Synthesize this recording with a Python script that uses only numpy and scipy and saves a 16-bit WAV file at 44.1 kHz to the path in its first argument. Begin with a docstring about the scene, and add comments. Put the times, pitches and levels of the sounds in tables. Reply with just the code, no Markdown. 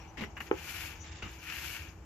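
"""A paver patio beside a house, where a stiff push broom makes two strokes through sand.
Grain clicks over noise make the bristle rasp, sand hiss and shoe scuffs; two heel stamps are short sine thumps.
The wooden broom head knocks once, a sum of decaying modes, and the wall throws it back.
A small bird trills far off in falling sine notes, a second whistles, and shaped noise makes the
outdoor rumble, air and fading roar, with a faint machine hum of wavering sines."""
import sys
import numpy as np
from scipy import signal
from scipy.fft import rfft, irfft
from scipy.io import wavfile

SR = 44100
rng = np.random.default_rng(int(sys.argv[2]) if len(sys.argv) > 2 else 0)


def materialize(psi):
    """Save the field psi as 16-bit PCM at rate SR to the path in sys.argv[1].

    A 1-D psi becomes a single channel; in a 2-D psi each row is a channel.
    """
    bounded = np.clip(np.atleast_2d(psi).T, -1, 1)
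    quanta = np.round(bounded * 32767).astype(np.int16)
    wavfile.write(sys.argv[1], SR, quanta)


N = 90404
T, HZ = np.arange(N) / SR, np.fft.rfftfreq(N, 1 / SR)

# Noise colours. Each row: frequency in Hz, relative level per Hz in dB.
RUMBLE_COLOUR = [(26, -32), (40, -9), (60, -0.5), (80, 3.5), (110, -9), (170, -16.5), (400, -54),
                 (2000, -90)]
# Colour of the open air. Each row: frequency in Hz, relative level per Hz in dB.
AIR_COLOUR = [(25, -21), (60, 0), (150, 0), (250, -4), (380, -3.5), (550, -9), (900, -7.5), (1400, -12),
              (2200, -18), (3000, -23), (3600, -32.5), (7000, -24.5), (8200, -31.5), (10000, -87),
              (12000, -43), (15000, -44)]
# Colour of the far-off roar. Each row: frequency in Hz, relative level per Hz in dB.
ROAR_COLOUR = [(400, 0), (650, 2.5), (850, 13), (1050, 2.5), (1400, -7), (3000, -68)]
RUMBLE_DB, AIR_DB, ROAR_DB = -52, -57.5, -57.5  # the roar's level is at the start
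ROAR_FADE_DB_PER_S = 7
# Partials of the machine hum. Each row: frequency in Hz, rms level in dB.
HUM_PARTIALS = [(59.5, -59.5), (161.5, -67.5), (323.5, -63)]

# The broom's travel. Each row: time in seconds, bristle rasp level in dB, sand hiss level in dB.
BROOM_TRAVEL = [(0, -57, -75), (.12, -67.5, -81), (.38, -71, -82), (.42, -75, -57), (0.476, -50.5, -65),
                (.50, -65.5, -73), (0.559, -51.5, -65), (0.661, -47.5, -50.5), (0.779, -44.5, -49),
                (.855, -44, -49), (.91, -50, -56.5), (0.958, -54, -66.5), (1.02, -67, -76),
                (1.2, -69, -104), (1.26, -56, -81), (1.31, -57, -61.5), (1.39, -57.5, -67.5),
                (1.44, -50, -57.5), (1.502, -42, -55), (1.57, -43.5, -50), (1.70, -46.5, -48),
                (1.77, -45, -51.5), (1.84, -53, -63), (1.89, -58, -69), (1.94, -70.5, -75.5),
                (2.04, -74, -84)]
# Colour of bristles on pavers. 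Each row: frequency in Hz, relative level per Hz in dB.
RASP_COLOUR = [(100, -43), (350, -19.5), (600, -17.5), (850, -12.5), (1150, -10.5), (1500, -2),
               (2050, -5.5), (2350, 1), (2900, -5), (3200, -5.5), (3700, -13.5), (5000, -16), (7400, -15.5),
               (8500, -34)]
# Colour of driven sand. Each row: frequency in Hz, relative level per Hz in dB.
HISS_COLOUR = [(1500, -7.5), (3500, 0.5), (4600, 1.5), (7400, 1), (8500, -0.5), (10200, -3.5), (11300, 3.5),
               (12400, 4.5), (13600, 0.5), (15000, -8)]
# Colour of the light drag. Each row: frequency in Hz, relative level per Hz in dB.
DRAG_COLOUR = [(200, -12), (900, -3), (1600, 2.5), (2600, 2.5), (3200, -1.5), (3550, 3), (4200, -6),
               (5500, -5), (6400, -8), (7400, 1.5), (8300, -39)]
DRAG_DB = -55  # before it is leaned to the right
DRAG_FROM_S, DRAG_TO_S, DRAG_FADE_S = 0.96, 1.388, 0.08
TICK_S, TICK_DB = 1.0495, -56  # one grain snaps off a bristle
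# Bristles and block ringing under the stroke. Each row: frequency in Hz, width in Hz, boost in dB.
BLOCK_RESONANCES = [(1696, 40, 2.5), (1820, 34, 3), (2010, 57, 1.5), (2273, 24, 4), (2400, 23, 3.5),
                    (2717, 97, 4.5), (2920, 57, 6), (3300, 43, -2)]
# Broom echoes off paving and wall. Each row: delay in seconds, level in dB.
BROOM_ECHOES = [(.0043, -18.5), (0.011, -13.5), (0.0174, -15)]

# The broom at the two microphone ports. Each row: frequency in Hz, likeness of the ports from 0 to 1,
# left lead in radians, left over right in dB.
BROOM_PORTS = [(198, 0.3, 3.7, -10), (620, 0.8, 2.2, 4), (840, 0.5, 0, 13), (1230, 0.74, 0.07, -2),
               (1900, 0.92, 1.1, 4), (2430, 0.4, 0, 11), (3280, 0.55, 1.56, 6), (4350, 0.2, -7, 10),
               (6400, 0, 1.5, 7), (7740, 0, -13, 5), (8500, 0.6, -5, -5.5), (11000, 0.2, -4, 8),
               (12400, 0.3, -3.5, 5.5), (15200, 0.5, -7, 12)]
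# Shoes, drag and outdoors at the ports. Each row: frequency in Hz, likeness from 0 to 1,
# left lead in radians, left over right in dB.
NEAR_PORTS = [(101, 0.97, 0, 0.5), (394, 0.88, 0.16, -1), (1200, 0.49, 0.003, 2.5),
              (2460, 0.41, 0.086, 4.5), (5050, 0.12, 0, 13.5), (14300, 0.2, 0.05, 4.5)]

# One falling chip of the trill. Each row: time in seconds, pitch in Hz.
CHIP_GLIDE = [(0, 7360), (.005, 6700), (.011, 5640), (.016, 4800), (.026, 4080)]
# The short note after each chip. Each row: time in seconds, pitch in Hz.
FLICK_GLIDE = [(0, 7100), (.004, 6850), (.008, 6360), (.015, 5400)]
TRILL_S, CHIP_GAP_S, CHIP_COUNT = .1375, .05412, 33
TRILL_DB, TRILL_SWELL_S = -55.5, 0.49  # level before panning
TRILL_LAG_S = .013  # the last chips come a little late as the trill runs out
FLICK_S, FLICK_DB = .0195, -2  # delay after the chip, level against it
# A second bird. Each row: start in seconds, length in seconds, pitch in Hz, peak level before panning in dB.
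WHISTLES = [(-.01, 0.054, 5700, -59), (0.07, 0.047, 5980, -59.5), (0.241, 0.039, 5650, -59.5),
            (0.989, 0.063, 5980, -51), (0.994, 0.055, 6740, -54)]

# Shoes on sand. Each row: start in seconds, length before the fall in seconds, sole scrape in dB
# before its ring is added, coarse grit in dB, sand fizz in dB, heel thud in dB, ring of the sole in Hz.
SCUFFS = [(.171, 0.029, -48.5, -52, -72, -50, 1950), (0.207, .023, -46.5, -51.5, -63, -41, 2000),
          (0.234, 0.012, -47.5, -56.5, -61, -45.5, 1930), (.366, 0.017, -46.5, -64, -66, -64, 1630),
          (.402, 0.0092, -41, -55.5, -54.5, -48.5, 1774), (1.223, 0.0075, -43.5, -49.5, -74, -48.5, 1440),
          (1.238, 0.038, -52.5, -66.5, -70, -53.5, 1290)]
SCUFF_RISE_S, SCUFF_FALL_S = 0.0026, 0.0072
SOLE_Q, SOLE_RING = 7.8, 1.4  # sharpness, gain of the ring
# Colour of the scraping sole. Each row: frequency in Hz, relative level per Hz in dB.
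SCRAPE_COLOUR = [(80, -16), (300, -14), (600, -3.5), (850, 3.5), (1800, 3.5), (2900, 7), (3200, -16),
                 (4200, -20), (9000, -40)]
# Colour of coarse grit. Each row: frequency in Hz, relative level per Hz in dB.
GRIT_COLOUR = [(1500, -24), (3000, 6.5), (3700, -1), (4400, -5), (7500, -12), (9000, -25.5)]
# Colour of fine sand underfoot. Each row: frequency in Hz, relative level per Hz in dB.
FIZZ_COLOUR = [(3000, -15), (7500, 1.5), (8800, -27), (11500, 0.5), (15000, -8)]
# Colour of the soft heel thud. Each row: frequency in Hz, relative level per Hz in dB.
THUD_COLOUR = [(40, -10), (130, -11), (230, 0.5), (380, -3), (700, -16), (3000, -70)]
# A coarse grain breaks under the sole. Each row: time in seconds, approximate peak level in dB.
CRACKS = [(0.2378, -29.5), (0.4062, -35), (1.2225, -35), (1.2278, -39)]
CRACK_HZ, CRACK_DECAY_S = 1700, 0.00025
# A heel takes the full weight. 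Each row: time in seconds, pitch in Hz, peak level in dB.
STAMPS = [(.217, 217, -33.5), (1.2338, 86, -37.5)]
STAMP_PEAK_S = .004

# Modes of the wooden head. Each row: frequency in Hz, relative level in dB, 60 dB decay in seconds,
# left over right in dB.
HEAD_MODES = [(387, 12, 0.014, 0), (448, -8, 0.029, -12), (380, -19.5, .1, -7.5), (862, -9.5, .024, 10),
              (1033, -0.5, 0.0091, 11), (1296, -5, 0.016, 0), (1464, -15.5, 0.026, 4),
              (1840, -18.5, 0.03, 5.5), (2380, -9.5, 0.0082, 8), (2820, -17, 0.012, 9.5)]
KNOCK_S, KNOCK_DB, KNOCK_RISE_CYCLES = .5128, -12.5, 1.9
BLOCK_NODE_HZ = 650  # modes of the head above this start in the opposite direction
HEAD_PORT_LAG_S = 0.00019  # the knock reaches the right port a little later
# The house wall's answers. Each row: delay in seconds, level in dB.
WALL_ECHOES = [(.0104, -25), (0.0159, -13.5), (.0258, -13)]

# Treble notch of the left port, then the right. 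Each row: centre in Hz, width in Hz.
PORT_NOTCHES = [(8440, 410), (7870, 1420)]
EDGE_HZ = 14750  # top of the band


def amp(db):
    """Decibels to gain."""
    return 10 ** (np.asarray(db) / 20)


def unit(x):
    """Scales to rms 1."""
    return x / np.sqrt(np.mean(x ** 2) + 1e-20)


def read(table, axis=1):
    """One column of a frequency table at every bin, along a log frequency scale."""
    table = np.array(table)
    return np.interp(np.log(HZ + 1), np.log(table[:, 0]), table[:, axis])


def add(mix, s, sound):
    """Mixes a sound in at a time, trimmed to the scene."""
    at = round(s * SR)
    sound = sound[..., max(-at, 0):]
    part = mix[..., max(at, 0):][..., :sound.shape[-1]]
    part += sound[..., :part.shape[-1]]


def drift(rate_hz):
    """Random wander of rms 1, mostly slower than the rate."""
    return unit(irfft(rfft(rng.standard_normal(N)) / (1 + (HZ / rate_hz) ** 4), N))


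def noise():
    """Two unrelated white noises."""
    return rng.standard_normal((2, N))


def grains(per_s, spread_db, wash):
    """Two unrelated trains of tiny clicks of uneven size over a smooth wash."""
    size = amp(spread_db * np.minimum(rng.exponential(1, (2, N)), 4))
    size = size * rng.choice([-1, 1], (2, N))
    struck = rng.random((2, N)) < per_s / SR
    return unit(size * struck) + wash * noise()


def heard(drive, colour, ports):
    """Colours a pair of drives and places them at the two ports; the middle has rms 1."""
    a, b = rfft(drive)
    same = np.clip(read(ports), 0, 1)
    side = amp(read(ports, axis=3) / 2)
    right = same * a + np.sqrt(1 - same ** 2) * b
    right = right * np.exp(-1j * read(ports, axis=2))
    x = irfft(np.array([a * side, right / side]) * amp(read(colour)), N)
    return x / x.mean(0).std()


def patio(x, t60):
    """A short diffuse tail from walls and paving: decaying noise with a soft onset."""
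    t = T[:SR // 2]
    tail = rng.standard_normal((2, len(t))) * amp(-60 * t / t60) * np.minimum(t / 0.0092, 1)
    tail /= np.linalg.norm(tail[0])
    return signal.fftconvolve(np.atleast_2d(x), tail, axes=1)[:, :N]


def outdoors():
    """Uneven rumble, air and a fading far-off roar, with the wavering hum of a machine."""
    rumble = heard(noise(), RUMBLE_COLOUR, NEAR_PORTS) * amp(RUMBLE_DB + 2 * drift(rate_hz=10.4))
    air = heard(noise(), AIR_COLOUR, NEAR_PORTS) * amp(AIR_DB + 0.81 * drift(rate_hz=13))
    roar = heard(noise(), ROAR_COLOUR, NEAR_PORTS) * amp(ROAR_DB - ROAR_FADE_DB_PER_S * T)
    hum = np.zeros(N)
    for hz, db in HUM_PARTIALS:
        cycles = np.cumsum(hz * (1 + 0.0084 * drift(rate_hz=12.8))) / SR + rng.random()
        hum += amp(db) * np.sqrt(2) * np.sin(2 * np.pi * cycles)
    return rumble + air + roar + hum


def rung(x):
    """The broom block rings along and nearby surfaces return the sound; overall level is kept."""
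    boost = amp(sum(db / (1 + (2 * (HZ - hz) / width) ** 2) for hz, width, db in BLOCK_RESONANCES))
    echoes = 1 + sum(amp(db) * np.exp(-2j * np.pi * HZ * delay) for delay, db in BROOM_ECHOES)
    y = irfft(rfft(x) * boost * echoes, N)
    return y * x.std() / y.std()


def broom():
    """Bristles flick over the pavers and drive sand ahead; between strokes they are drawn lightly back."""
    s, rasp_db, hiss_db = np.transpose(BROOM_TRAVEL)
    catch = drift(rate_hz=36)  # shared unevenness of the bristles, in dB
    rasp = heard(grains(per_s=2000, spread_db=2.5, wash=0.6), RASP_COLOUR, BROOM_PORTS)
    rasp *= amp(np.interp(T, s, rasp_db) + catch)
    hiss = heard(grains(per_s=4500, spread_db=-0.5, wash=0.66), HISS_COLOUR, BROOM_PORTS)
    hiss *= amp(np.interp(T, s, hiss_db) + 0.83 * catch)

    contact = np.clip(np.minimum(T - DRAG_FROM_S, DRAG_TO_S - T) / DRAG_FADE_S, 0, 1)
    drag = heard(grains(per_s=1800, spread_db=-1.5, wash=0.61), DRAG_COLOUR, NEAR_PORTS)
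    drag *= contact * amp(DRAG_DB + 1.85 * catch)
    lean_right = amp([[-3.5], [3.5]])

    tick = heard(noise(), HISS_COLOUR, NEAR_PORTS)
    tick *= np.exp(-abs(T - TICK_S) / .0004) * amp(TICK_DB)
    return rung(rasp) + rung(hiss) + tick + rung(drag) * lean_right


def note(glide):
    """A whistled note that swells quickly and fades as it falls."""
    s, hz = np.transpose(glide)
    t = np.arange(0, s[-1], 1 / SR)
    swell = np.sin(np.pi * (t / s[-1]) ** 0.62) ** 2
    return np.sin(2 * np.pi * np.cumsum(np.interp(t, s, hz)) / SR) * swell


def birds():
    """A distant trill of falling chips that swells in, and a few thin whistles of unsteady pitch."""
    chip, flick = note(CHIP_GLIDE), note(FLICK_GLIDE)
    trill, calls = np.zeros(N), np.zeros(N)
    for k, size_db in enumerate(rng.normal(0, 0.17, CHIP_COUNT)):
        swell = min((k + 1) * CHIP_GAP_S / TRILL_SWELL_S, 1)
        s = TRILL_S + k * CHIP_GAP_S + TRILL_LAG_S * (k / CHIP_COUNT) ** 7
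        add(trill, s, chip * swell * amp(TRILL_DB + size_db))
        add(trill, s + FLICK_S, flick * swell * amp(TRILL_DB + size_db + FLICK_DB))
    for start, length, pitch_hz, db in WHISTLES:
        arch = np.sin(np.pi * np.clip((T - start) / length, 0, 1))
        cycles = np.cumsum(pitch_hz * (1 + 0.0126 * drift(rate_hz=380))) / SR
        calls += amp(db) * arch * np.sin(2 * np.pi * cycles)
    direct = (trill + calls) * amp([[3], [-7]])  # left, right
    return direct + amp([[-1], [-8]]) * patio(trill, t60=0.16)


def shoes():
    """Each sole scrapes with its own ring, crunches the sand and thuds softly as it takes weight."""
    scrape = heard(grains(per_s=3200, spread_db=0.0, wash=0.54), SCRAPE_COLOUR, NEAR_PORTS)
    grit = heard(grains(per_s=1500, spread_db=1.0, wash=0.43), GRIT_COLOUR, NEAR_PORTS)
    fizz = heard(grains(per_s=2500, spread_db=1.0, wash=0.3), FIZZ_COLOUR, NEAR_PORTS)
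    thud = heard(noise(), THUD_COLOUR, NEAR_PORTS)
    x, t = np.zeros((2, N)), T[:SR // 10]
    for s, length, scrape_db, grit_db, fizz_db, thud_db, sole_hz in SCUFFS:
        rise = np.clip((T - s) / SCUFF_RISE_S, 0, 1)
        press = rise * np.exp(-np.maximum(T - s - length, 0) / SCUFF_FALL_S)
        sole = scrape + SOLE_RING * signal.lfilter(*signal.iirpeak(sole_hz, SOLE_Q, fs=SR), scrape)
        sand = amp(grit_db) * grit + amp(fizz_db) * fizz
        x += press * (amp(scrape_db) * sole + sand + amp(thud_db) * thud)
    for s, db in CRACKS:
        # the doubling makes up for the fast decay
        add(x, s, 2 * amp(db) * np.sin(2 * np.pi * CRACK_HZ * t) * np.exp(-t / CRACK_DECAY_S))
    for s, hz, db in STAMPS:
        weight = t / STAMP_PEAK_S * np.exp(1 - t / STAMP_PEAK_S)
        add(x, s, amp(db) * np.sin(2 * np.pi * hz * t) * weight)
    return x + amp(-10.5) * patio(x, t60=0.2)


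def knock():
    """The broom head lands, its wooden modes ring and die, and the house wall answers duller."""
    t = np.maximum(T[:SR // 4] - np.array([[0], [HEAD_PORT_LAG_S]]), 0)
    ring, x = np.zeros(t.shape), np.zeros((2, N))
    for hz, db, t60, pan_db in HEAD_MODES:
        direction = np.sign(hz - BLOCK_NODE_HZ)
        decay = amp(db - 60 * t / t60 + np.array([[.5], [-.5]]) * pan_db)
        rise = np.minimum(t * hz / KNOCK_RISE_CYCLES, 1)
        ring += amp(KNOCK_DB) * direction * decay * rise * np.sin(2 * np.pi * hz * t)
    add(x, KNOCK_S, ring)
    dull = signal.sosfilt(signal.butter(1, 900, fs=SR, output="sos"), ring)
    for delay, db in WALL_ECHOES:
        add(x, KNOCK_S + delay, amp(db) * dull)
    return x + amp(-11) * patio(x, t60=0.16)


def scene():
    """Everything on the patio."""
    return outdoors() + broom() + birds() + shoes() + knock()


def record(dry):
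    """Each microphone port has a notch in the treble; then a steep low-pass limits the band."""
    notch = np.array([1 - .95 * np.exp(-((HZ - hz) / width) ** 2) for hz, width in PORT_NOTCHES])
    x = irfft(rfft(dry) * notch, N)
    low_pass = signal.firwin(511, EDGE_HZ, window=("kaiser", 8), fs=SR)
    return signal.oaconvolve(x, low_pass[None], "same")


dry = scene()
out = record(dry)
materialize(out)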